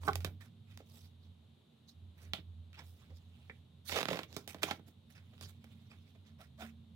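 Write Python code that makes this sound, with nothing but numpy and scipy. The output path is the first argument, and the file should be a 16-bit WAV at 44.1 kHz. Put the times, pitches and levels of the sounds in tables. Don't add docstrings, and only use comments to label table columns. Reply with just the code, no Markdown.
import sys
import numpy as np
from scipy import signal
from scipy.fft import rfft, irfft
from scipy.io import wavfile
from scipy.ndimage import uniform_filter1d

SR = 44100
rng = np.random.default_rng(int(sys.argv[2]) if len(sys.argv) > 2 else 0)


def dump(signal):
    limited = np.clip(np.atleast_2d(signal).T, -1, 1)
    pcm = np.round(limited * 32767).astype(np.int16)
    wavfile.write(sys.argv[1], SR, pcm)


N = 306495
TIME = np.arange(N) / SR


# t/s, T60/s, colour (five columns), skid level/dB, skid length/s
LANDINGS = [(0.033, 0.038, -21, 10.5, -16, 950, 8, -75, .03),
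            (.082, 0.078, -3.5, -2, -10, 1080, 11, -61, .04),
            (0.132, 0.015, -7, -24, -9.5, 5500, -0.5, -75, .02),
            (0.1553, 0.014, -3.5, -2, 1.5, 520, 9, -56, 0.02), (0.205, 0.18, -19, 0, -1, 2400, 2, -70, .03),
            (0.2461, 0.021, -4.5, 15, 1.5, 3300, 3, -53, 0.032),
            (0.774, 0.0087, -20, -4, -1, 5830, 2, -63.5, 0.055),
            (2.3341, 0.026, -2.5, -5.5, -8, 3300, 10, -49, 0.071),
            (2.339, 0.061, -29.5, 7, -14, 690, 24, -74, 0.046),
            (2.73, 0.012, -24, -19, -13.5, 3000, 0.5, -55, 0.08),
            (3.4963, 0.04, -24, 19.5, -29, 1970, 18.5, -67, .025),
            (4.232, 0.05, -13.5, -6, -7.5, 2960, 8, -68, 0.035),
            (4.327, .022, -21, -3, -4, 4800, 5, -72, .03),
            (4.365, 0.039, -11, 20.5, 4, 5200, 5.5, -59, 0.059),
            (4.476, 0.05, -16, 10.5, 8, 3020, 5.5, -52.5, 0.068),
            (4.5448, 0.028, -16.5, 21, -5, 452, 3, -63.5, 0.21),
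            (4.6313, 0.034, 4, 5, -3, 2920, 5, -45, 0.045), (4.71, 0.049, 2, 6, -13.5, 780, 3.5, -53, .04),
            (5.379, .01, -33.5, 3, -7, 3050, 9, -76, .02), (5.4104, .025, -20, 8, 2, 4880, 5.5, -49, 0.066),
            (5.642, .027, -32, 22.5, 5, 2290, 7.5, -81.5, 0.35)]

def slaps(skid_swell_s=0.015):
    out = np.zeros((2, N))
    for s, t60, level_db, *timbre, skid_db, skid_s in LANDINGS:
        add(out, *snap(s, t60, [level_db, *timbre]))
        skid_fade_s = max(skid_s - skid_swell_s, .005)
        add(out, *slide(s + skid_swell_s, skid_swell_s, skid_fade_s, [skid_db, *timbre]))
    return out


# t/s, T60/s, level/dB, ring/dB
WIRE_CATCHES = [(3.894, 0.025, -4, -10), (3.919, 0.045, -5, -7), (3.924, 0.019, -2.5, 0),
                (3.959, 0.045, 0.5, 2), (3.9645, 0.089, 0.5, 12.5), (3.975, 0.046, -1.5, 7),
                (3.987, .02, 0, 5), (4.006, 0.015, -2.5, 4), (4.013, 0.0058, -1.5, -4),
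                (4.029, 0.026, 0, 3), (4.055, 0.014, -.5, -4), (4.0847, 0.032, 2, -1),
                (4.104, 0.0084, -5, -4.5), (4.11, 0.045, -8.5, 17), (4.13, 0.038, -1.5, 2),
                (4.145, 0.013, -10.5, 12), (4.156, 0.04, -8, 9), (4.17, 0.045, -6, -3),
                (4.1896, 0.026, -3, 3.5)]
# t/s, slack (0 taut to 1 limp)
PAGE_SLACK = [(3.89, 0.3), (4.0, 0.49), (4.12, 0.83), (4.19, 0.75)]

def catches(body_db=(-3, 12), edge_db=(-5.5, -17), ring_hz=(600, 500)):
    out = np.zeros((2, N))
    for s, t60, level_db, ring_db in WIRE_CATCHES:
        slack = curve(PAGE_SLACK, s)
        timbre = [taut + slack * (limp - taut) for taut, limp in (body_db, edge_db, ring_hz)]
        add(out, *snap(s, t60, [level_db, *timbre, ring_db]))
    return out


# peak t/s, swell/s, fade/s, colour (five columns)
SHEET_STROKES = [(.065, 0.077, 0.077, -56.5, 22, 9, 1090, 9),
                 (0.714, 0.061, 0.15, -66.5, -10, -2, 2550, 5.5),
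                 (0.971, .14, 0.14, -71.5, 17, 15, 3940, 8), (1.05, 0.03, 0.033, -70.5, 10, 9.5, 3990, 15),
                 (1.245, 0.053, .06, -78, 16, 3, 3920, 14.5),
                 (1.898, 0.028, 0.027, -74.5, 7, 16.5, 4700, 18), (2.24, 0.1, 0.087, -65, 13, 3.5, 2420, 6),
                 (2.868, 0.056, 0.14, -73.5, 15, 17.5, 3200, 5.5),
                 (3.011, .034, 0.15, -65.5, -7, -3, 3250, 3.5),
                 (3.17, 0.05, 0.034, -80.5, 10, 15, 4300, 13),
                 (3.897, 0.052, .055, -50.5, -18, 14.5, 4230, 9),
                 (3.977, 0.094, 0.081, -34, 3, -4.5, 560, 10), (4.115, .06, 0.13, -42, 8, -4, 500, -2),
                 (4.35, 0.08, 0.12, -59, 17, 0.5, 4730, 5), (4.638, .022, 0.016, -38.5, 13, 2, 2860, 0),
                 (4.685, 0.041, 0.085, -42.5, 7, -5, 760, 7.5),
                 (4.88, 0.022, 0.037, -71, 29, 14, 3570, 8.5),
                 (5.105, .012, 0.051, -64.5, -3, 5.5, 3200, -1),
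                 (5.496, 0.034, .024, -59.5, -3, 8.5, 3230, 2.5),
                 (6.272, 0.034, 0.062, -62, -5, -7, 3780, 0)]

def strokes():
    out = np.zeros((2, N))
    for peak, swell, fade, *colour in SHEET_STROKES:
        add(out, *slide(peak, swell, fade, colour))
    return out


def snap(s, t60, colour, rough_db=3, crack=.8, lead=80, size=4096):
    t = (np.arange(size) - lead) / SR
    approach_db = np.interp(t, [t[0], 0], [-34, -12])
    envelope_db = np.where(t < 0, approach_db, -60 * t / max(t60, .004))
    flutter = rng.standard_normal((2, size)) * gain_of(envelope_db + rough_db * wander(1008, size))
    burst = flutter / np.linalg.norm(flutter, axis=1, keepdims=True)
    burst[:, lead + 16] += crack
    return s + t[0], paper(whitened(spread(burst)), *colour)


def slide(peak, swell, fade, colour, clump_db=2, size=16384):
    t = np.arange(size) / SR
    end = swell + fade
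    pressure_db = np.interp(t, [0, swell, end], [-10, 6, -14]) + clump_db * wander(199.4, size)
    contact = np.interp(t, [0, swell / 3, end, end + .012], [0, 1, 1, 0])
    return peak - swell, paper(friction(size) * gain_of(pressure_db) * contact, *colour)


def friction(size, grains_per_s=2200, grain_db=4.0, hiss_gain=0.59):
    strengths = gain_of(grain_db * np.minimum(rng.exponential(1, size), 3))
    slips = rng.random(size) < grains_per_s / SR
    grains = unit_rms(strengths * slips * rng.choice([-1, 1], (2, size)))
    hiss = hiss_gain * rng.standard_normal((2, size))
    return unit_rms(shifting_contact(spread(grains + hiss)))


def shifting_contact(x, depth_db=3.5, bins=5, frames=9):
    spectra = signal.stft(x, nperseg=256)[2]
    patches = uniform_filter1d(rng.standard_normal(spectra.shape[1:]), bins, axis=0)
    patches = unit_rms(uniform_filter1d(patches, frames, axis=1))
    return signal.istft(spectra * gain_of(depth_db * patches), nperseg=256)[1][:, :x.shape[1]]


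# f/Hz, level/dB
PAPER_SPECTRUM = [(40, -54), (80, -16.5), (150, -5), (300, -2), (500, -1.5), (1500, 1), (4000, -1),
                  (9000, -9.5), (16000, -9.5)]
# f/Hz, bandwidth/Hz, level/dB
SHEET_MODES = [(606, 135.6, 0), (926, 100, -3), (1580, 600, -2.5), (2310, 54, 2.5), (2870, 130, -3),
               (3540, 90, 2), (4300, 440, -1.5)]

def paper(drive, level_db, body_db, edge_db, ring_hz, ring_db, delay_at_1khz_s=0.001199, size=2048):
    signed_hz = np.fft.fftfreq(size, 1 / SR)
    hz = np.abs(signed_hz) + 1
    db = level_db + spectrum_at(PAPER_SPECTRUM, hz)
    db += body_db / (1 + (hz / 700) ** 2)
    db += edge_db / (1 + (5500 / hz) ** 4)
    db += ring_db * np.exp(-(2 * np.log2(hz / ring_hz)) ** 2)
    db += sum(peak / (1 + (2 * (hz - f) / width) ** 2) for f, width, peak in SHEET_MODES)
    minimum_phase = np.exp(np.conj(signal.hilbert(db * np.log(10) / 20)))
    dispersion = np.exp(-4j * np.pi * delay_at_1khz_s * np.sign(signed_hz) * np.sqrt(1000 * hz))
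    response = faded(np.fft.ifft(minimum_phase * dispersion).real)
    return signal.fftconvolve(drive, response[None], axes=1)


# t/s, level/dB
STAND_BLOWS = [(0.078, -27), (0.0807, -28.5), (.087, -22.5), (0.0928, -32.5), (0.101, -45)]
# f/Hz, level/dB, T60/s
STAND_MODES = [(125, -12, .1), (250, -13, .06), (345, -8, .06), (425, -7, .05), (695, -9, .04),
               (795, -2, .045), (1098, -1, .048), (1225, -3, .045), (1356, -5, .04), (1525, -4, .033),
               (2045, -18, .03)]

def knocks(gain_db=0.5, attack_s=0.00045, size=8192):
    out, t = np.zeros((2, N)), np.arange(size) / SR
    for s, level_db in STAND_BLOWS:
        flex = rng.uniform(.965, 1.035, len(STAND_MODES))
        ring = sum(gain_of(db - 60 * t / t60) * np.sin(2 * np.pi * (hz * detune * t + rng.random()))
                   for (hz, db, t60), detune in zip(STAND_MODES, flex))
        add(out, s, gain_of(level_db + gain_db) * ring * (1 - np.exp(-t / attack_s)))
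    return out


# t/s, level/dB, f/Hz, T60/s
STAND_BUMPS = [(.248, -46, 150.5, 0.13), (2.335, -36, 203, 0.051), (2.387, -38, 181, 0.037),
               (4.088, -36, 194, 0.066), (4.109, -38.5, 168, 0.04), (4.119, -33.5, 168, 0.14),
               (4.369, -47, 249, 0.071)]

def thumps(overtone_ratio=1.7, overtone_db=-5, attack_s=0.00117, size=8192):
    out, t = np.zeros((2, N)), np.arange(size) / SR
    for s, level_db, hz, t60 in STAND_BUMPS:
        phase = 2 * np.pi * hz * t
        flap = np.sin(phase) + gain_of(overtone_db) * np.sin(overtone_ratio * phase)
        add(out, s, flap * gain_of(level_db - 60 * t / t60) * (1 - np.exp(-t / attack_s)))
    return out


# peak t/s, swell/s, fade/s, level/dB, peak fundamental f/Hz,
# pitch sag at both ends (0 to 1), scuff level/dB, scuff edge/dB
FINGER_DRAGS = [(.414, 0.015, 0.036, -60.5, 1897, 0.3, -58, 3),
                (2.793, 0.025, 0.019, -56.5, 956, 0.32, -50.5, -10),
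                (5.159, 0.014, 0.059, -64.5, 2570, 0.03, -62, -4.5),
                (5.916, 0.025, 0.011, -61, 2530, 0.25, -61.5, -4.5),
                (6.415, .035, 0.027, -59.5, 710, 0.47, -59, 0),
                (6.617, 0.043, 0.057, -49.5, 730, 0.39, -51.5, 2)]
SCUFF_LINGER_S, SCUFF_BODY_DB, SCUFF_RING_HZ, SCUFF_RING_DB = 0.033, 5.5, 1750, 5.5

def drags(harmonics_db=(0, -1, -8, -16, -13)):
    out = np.zeros((2, N))
    for s, swell, fade, level_db, hz, sag, scuff_db, edge_db in FINGER_DRAGS:
        t = np.arange(-swell, fade, 1 / SR)
        speed = np.cos(np.pi / 2 * t / np.where(t < 0, swell, fade))
        pitch = hz * (1 - sag * (1 - speed))
        chatter = rng.standard_normal(len(t))
        squeak = sum(gain_of(db) * unit_rms(resonate(chatter, k * pitch, 4.5 * np.sqrt(k * hz)))
                     for k, db in enumerate(harmonics_db, 1))
        squeak = signal.lfilter(*signal.butter(1, 3000, fs=SR), squeak)
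        add(out, s - swell, unit_rms(squeak) * gain_of(level_db) * speed ** 2)
        scuff_colour = [scuff_db, SCUFF_BODY_DB, edge_db, SCUFF_RING_HZ, SCUFF_RING_DB]
        add(out, *slide(s, swell, fade + SCUFF_LINGER_S, scuff_colour))
    return out


# peak t/s, level/dB
FINGER_PATS = [(.272, -58), (0.803, -65.5), (2.385, -66), (3.104, -67.5), (4.795, -71.5), (5.336, -68.5),
               (6.154, -70.5)]
# body/dB, edge/dB, ring f/Hz, ring/dB
PAT_TIMBRE = (26, -8.5, 502, 6.5)

def pats(swell_s=.012, fade_s=0.029):
    out = np.zeros((2, N))
    for s, level_db in FINGER_PATS:
        add(out, *slide(s, swell_s, fade_s, [level_db, *PAT_TIMBRE]))
    return out


# start t/s, end t/s
GRIP_SHIFTS = [(3.05, 3.64), (5.049, 5.74), (5.599, 6.25)]
# level/dB, body/dB, edge/dB, ring f/Hz, ring/dB
RUSTLE_COLOUR = (-73.5, 10, 3.5, 3200, 8.5)

def grips(uneven_db=4, touches_hz=22):
    contact = sum(np.sqrt(np.interp(TIME, [start, (start + end) / 2, end], [0, 1, 0]))
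                  for start, end in GRIP_SHIFTS)
    rustle = friction(N) * contact * gain_of(uneven_db * wander(touches_hz, N))
    return paper(rustle, *RUSTLE_COLOUR)[:, :N]


# f/Hz, level/dB
LEFT_RESPONSE = [(80, -1), (300, -9.5), (700, -2.5), (2000, -7), (4400, -5.5), (9000, -11), (15000, -13)]
# t/s, extra level on the left/dB
LEFT_SWING = [(.1, -2), (.3, -1.5), (.8, 1.5), (2.35, 1), (3.5, 1.5), (4, -2.5), (4.65, -1), (5.4, 0.5),
              (6.6, 0.5)]

def direct_path(calendar, lag_samples=7):
    left = np.roll(filtered(calendar[0], LEFT_RESPONSE), lag_samples)
    return np.array([left * gain_of(curve(LEFT_SWING)), calendar[1]])


# f/Hz, T60/s
ROOM_DECAY = [(150, 0.48), (600, 0.129), (3000, 0.17), (8000, 0.13), (16000, 0.24)]

def room(x, gap_s=.004, density=.1, size=16384):
    reflections = rng.standard_normal((2, size)) * (rng.random((2, size)) < density)
    reflections *= np.arange(size) > gap_s * SR
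    hz, t, spectra = signal.stft(spread(reflections, split_hz=520), SR, nperseg=256)
    decay = gain_of(-60 * t / spectrum_at(ROOM_DECAY, hz)[:, None])
    tail = signal.istft(spectra * decay, SR, nperseg=256)[1]
    return signal.fftconvolve(x, tail / np.linalg.norm(tail[0]), axes=1)[:, :N]


# t/s, level/dB
HUM_LEVEL = [(0.0, -46), (0.08, -43), (0.31, -43.5), (0.48, -60), (1.45, -57), (1.62, -81), (1.92, -66.5),
             (2.03, -48.5), (2.15, -59.5), (2.61, -50), (2.75, -59.5), (3.06, -52.5), (3.83, -64.5),
             (3.93, -54), (4.2, -60), (6.02, -58.5), (6.06, -64), (6.95, -57)]
# t/s, f/Hz
HUM_DRIFT = [(.05, 83.84), (.55, 100), (1.0, 88.12), (2.6, 84.94), (3.9, 85.44), (4.6, 89.6), (6.25, 92.5),
             (6.5, 77.1), (6.95, 88)]

def hum(gain_db=-0.08, noise_gain=0.64, waver_db=2.5, waver_hz=14):
    pitch = curve(HUM_DRIFT)
    noise = unit_rms(resonate(rng.standard_normal(N), pitch, 22))
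    level_db = gain_db + curve(HUM_LEVEL) + waver_db * wander(waver_hz, N)
    return unit_rms(tone(pitch) + noise_gain * noise) * gain_of(level_db)


# f/Hz, half-bandwidth of each filter stage/Hz, level/dB
DRONE_BANDS = [(120.2, 16, -1), (145.7, 20, -1.5), (178.3, 20, -4), (225.9, 12, -1.5)]
# t/s, level/dB
DRONE_LEVEL = [(.2, -59), (.9, -63.5), (1.65, -68), (2.2, -65), (3.8, -63.5), (4.8, -64.5), (5.8, -59),
               (6.1, -62.5), (6.9, -60)]

def drone(swell_s=6.645, swell_hz=226, swell_db=-49, rise_s=0.035, fall_s=0.078):
    bands = sum(gain_of(db) * unit_rms(resonate(rng.standard_normal(N), hz, 2 * half_width))
                for hz, half_width, db in DRONE_BANDS)
    swell = gain_of(swell_db) * tone(swell_hz + 4 * wander(27, N))
    swell *= np.exp(-abs(TIME - swell_s) / np.where(TIME < swell_s, rise_s, fall_s))
    return unit_rms(bands) * gain_of(curve(DRONE_LEVEL)) + swell


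# f/Hz, level/dB
AIR_SPECTRUM = [(160, -19), (280, -0.5), (315, -6.5), (393, -6), (498, -10.5), (570, -11.5), (1070, -17),
                (1310, -19.5), (1500, -21.5), (1770, -23), (2320, -21.5), (3730, -11), (5060, -30),
                (12200, -33.5), (16000, -40.5)]

def air(level_db=-74.5, shared_gain=0.56):
    noise = rng.standard_normal((2, N)) + shared_gain * rng.standard_normal(N)
    hiss = filtered(noise, AIR_SPECTRUM)
    return gain_of(level_db) * hiss / np.std(hiss.mean(0))


def spread(pair, split_hz=2200):
    lows = signal.lfilter(*signal.butter(2, split_hz, fs=SR), pair[1])
    highs = signal.lfilter(*signal.butter(2, split_hz, "high", fs=SR), pair, axis=1)
    return lows - highs


def resonate(x, hz, stage_width_hz):
    carrier = np.exp(2j * np.pi * np.cumsum(hz * np.ones(len(x))) / SR)
    r = np.exp(-np.pi * stage_width_hz / SR)
    baseband = signal.lfilter([(1 - r) ** 2], [1, -2 * r, r * r], x / carrier + 1e-18)
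    return 2 * (carrier * baseband).real


def whitened(x, bins=128):
    spectrum = rfft(x, axis=1)
    power = uniform_filter1d(abs(spectrum) ** 2, bins, axis=1)
    return faded(irfft(spectrum / np.sqrt(power + 1e-12), axis=1))


def filtered(x, table):
    return irfft(rfft(x) * gain_of(spectrum_at(table, np.fft.rfftfreq(N, 1 / SR))), N)


def spectrum_at(table, hz):
    f, value = np.transpose(table)
    return np.interp(np.log(hz + 1), np.log(f + 1), value)


def curve(table, t=TIME):
    return np.interp(t, *np.transpose(table))


def tone(hz):
    return np.sqrt(2) * np.sin(2 * np.pi * np.cumsum(hz) / SR)


def wander(rate_hz, size):
    knots = rng.standard_normal(size)
    return np.interp(np.arange(size) * rate_hz / SR, np.arange(size), knots)


def faded(x):
    return x * np.clip(np.linspace(2, 0, x.shape[-1]), 0, 1) ** 2


def unit_rms(x):
    return x / np.sqrt(np.mean(x ** 2) + 1e-20)


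def gain_of(db):
    return 10 ** (np.asarray(db) / 20)


def add(mix, s, sound):
    part = mix[:, max(0, round(s * SR)):][:, :sound.shape[-1]]
    part += sound[..., :part.shape[1]]


def scene(room_db=(-16, -12), hum_and_drone_db=(-2.4, 1)):
    calendar = slaps() + catches() + strokes() + grips() + pats() + knocks() + drags() + thumps()
    reverberation = gain_of(room_db)[:, None] * room(calendar)
    background = gain_of(hum_and_drone_db)[:, None] * (hum() + drone()) + air()
    return direct_path(calendar) + reverberation + background


def record(dry, low_cut_hz=58, high_cut_hz=15950):
    thinned = signal.sosfilt(signal.butter(4, low_cut_hz, "high", fs=SR, output="sos"), dry)
    low_pass = signal.firwin(511, high_cut_hz, window=("kaiser", 9), fs=SR)
    return signal.oaconvolve(thinned, low_pass[None], "same")


dry = scene()
out = record(dry)
dump(out)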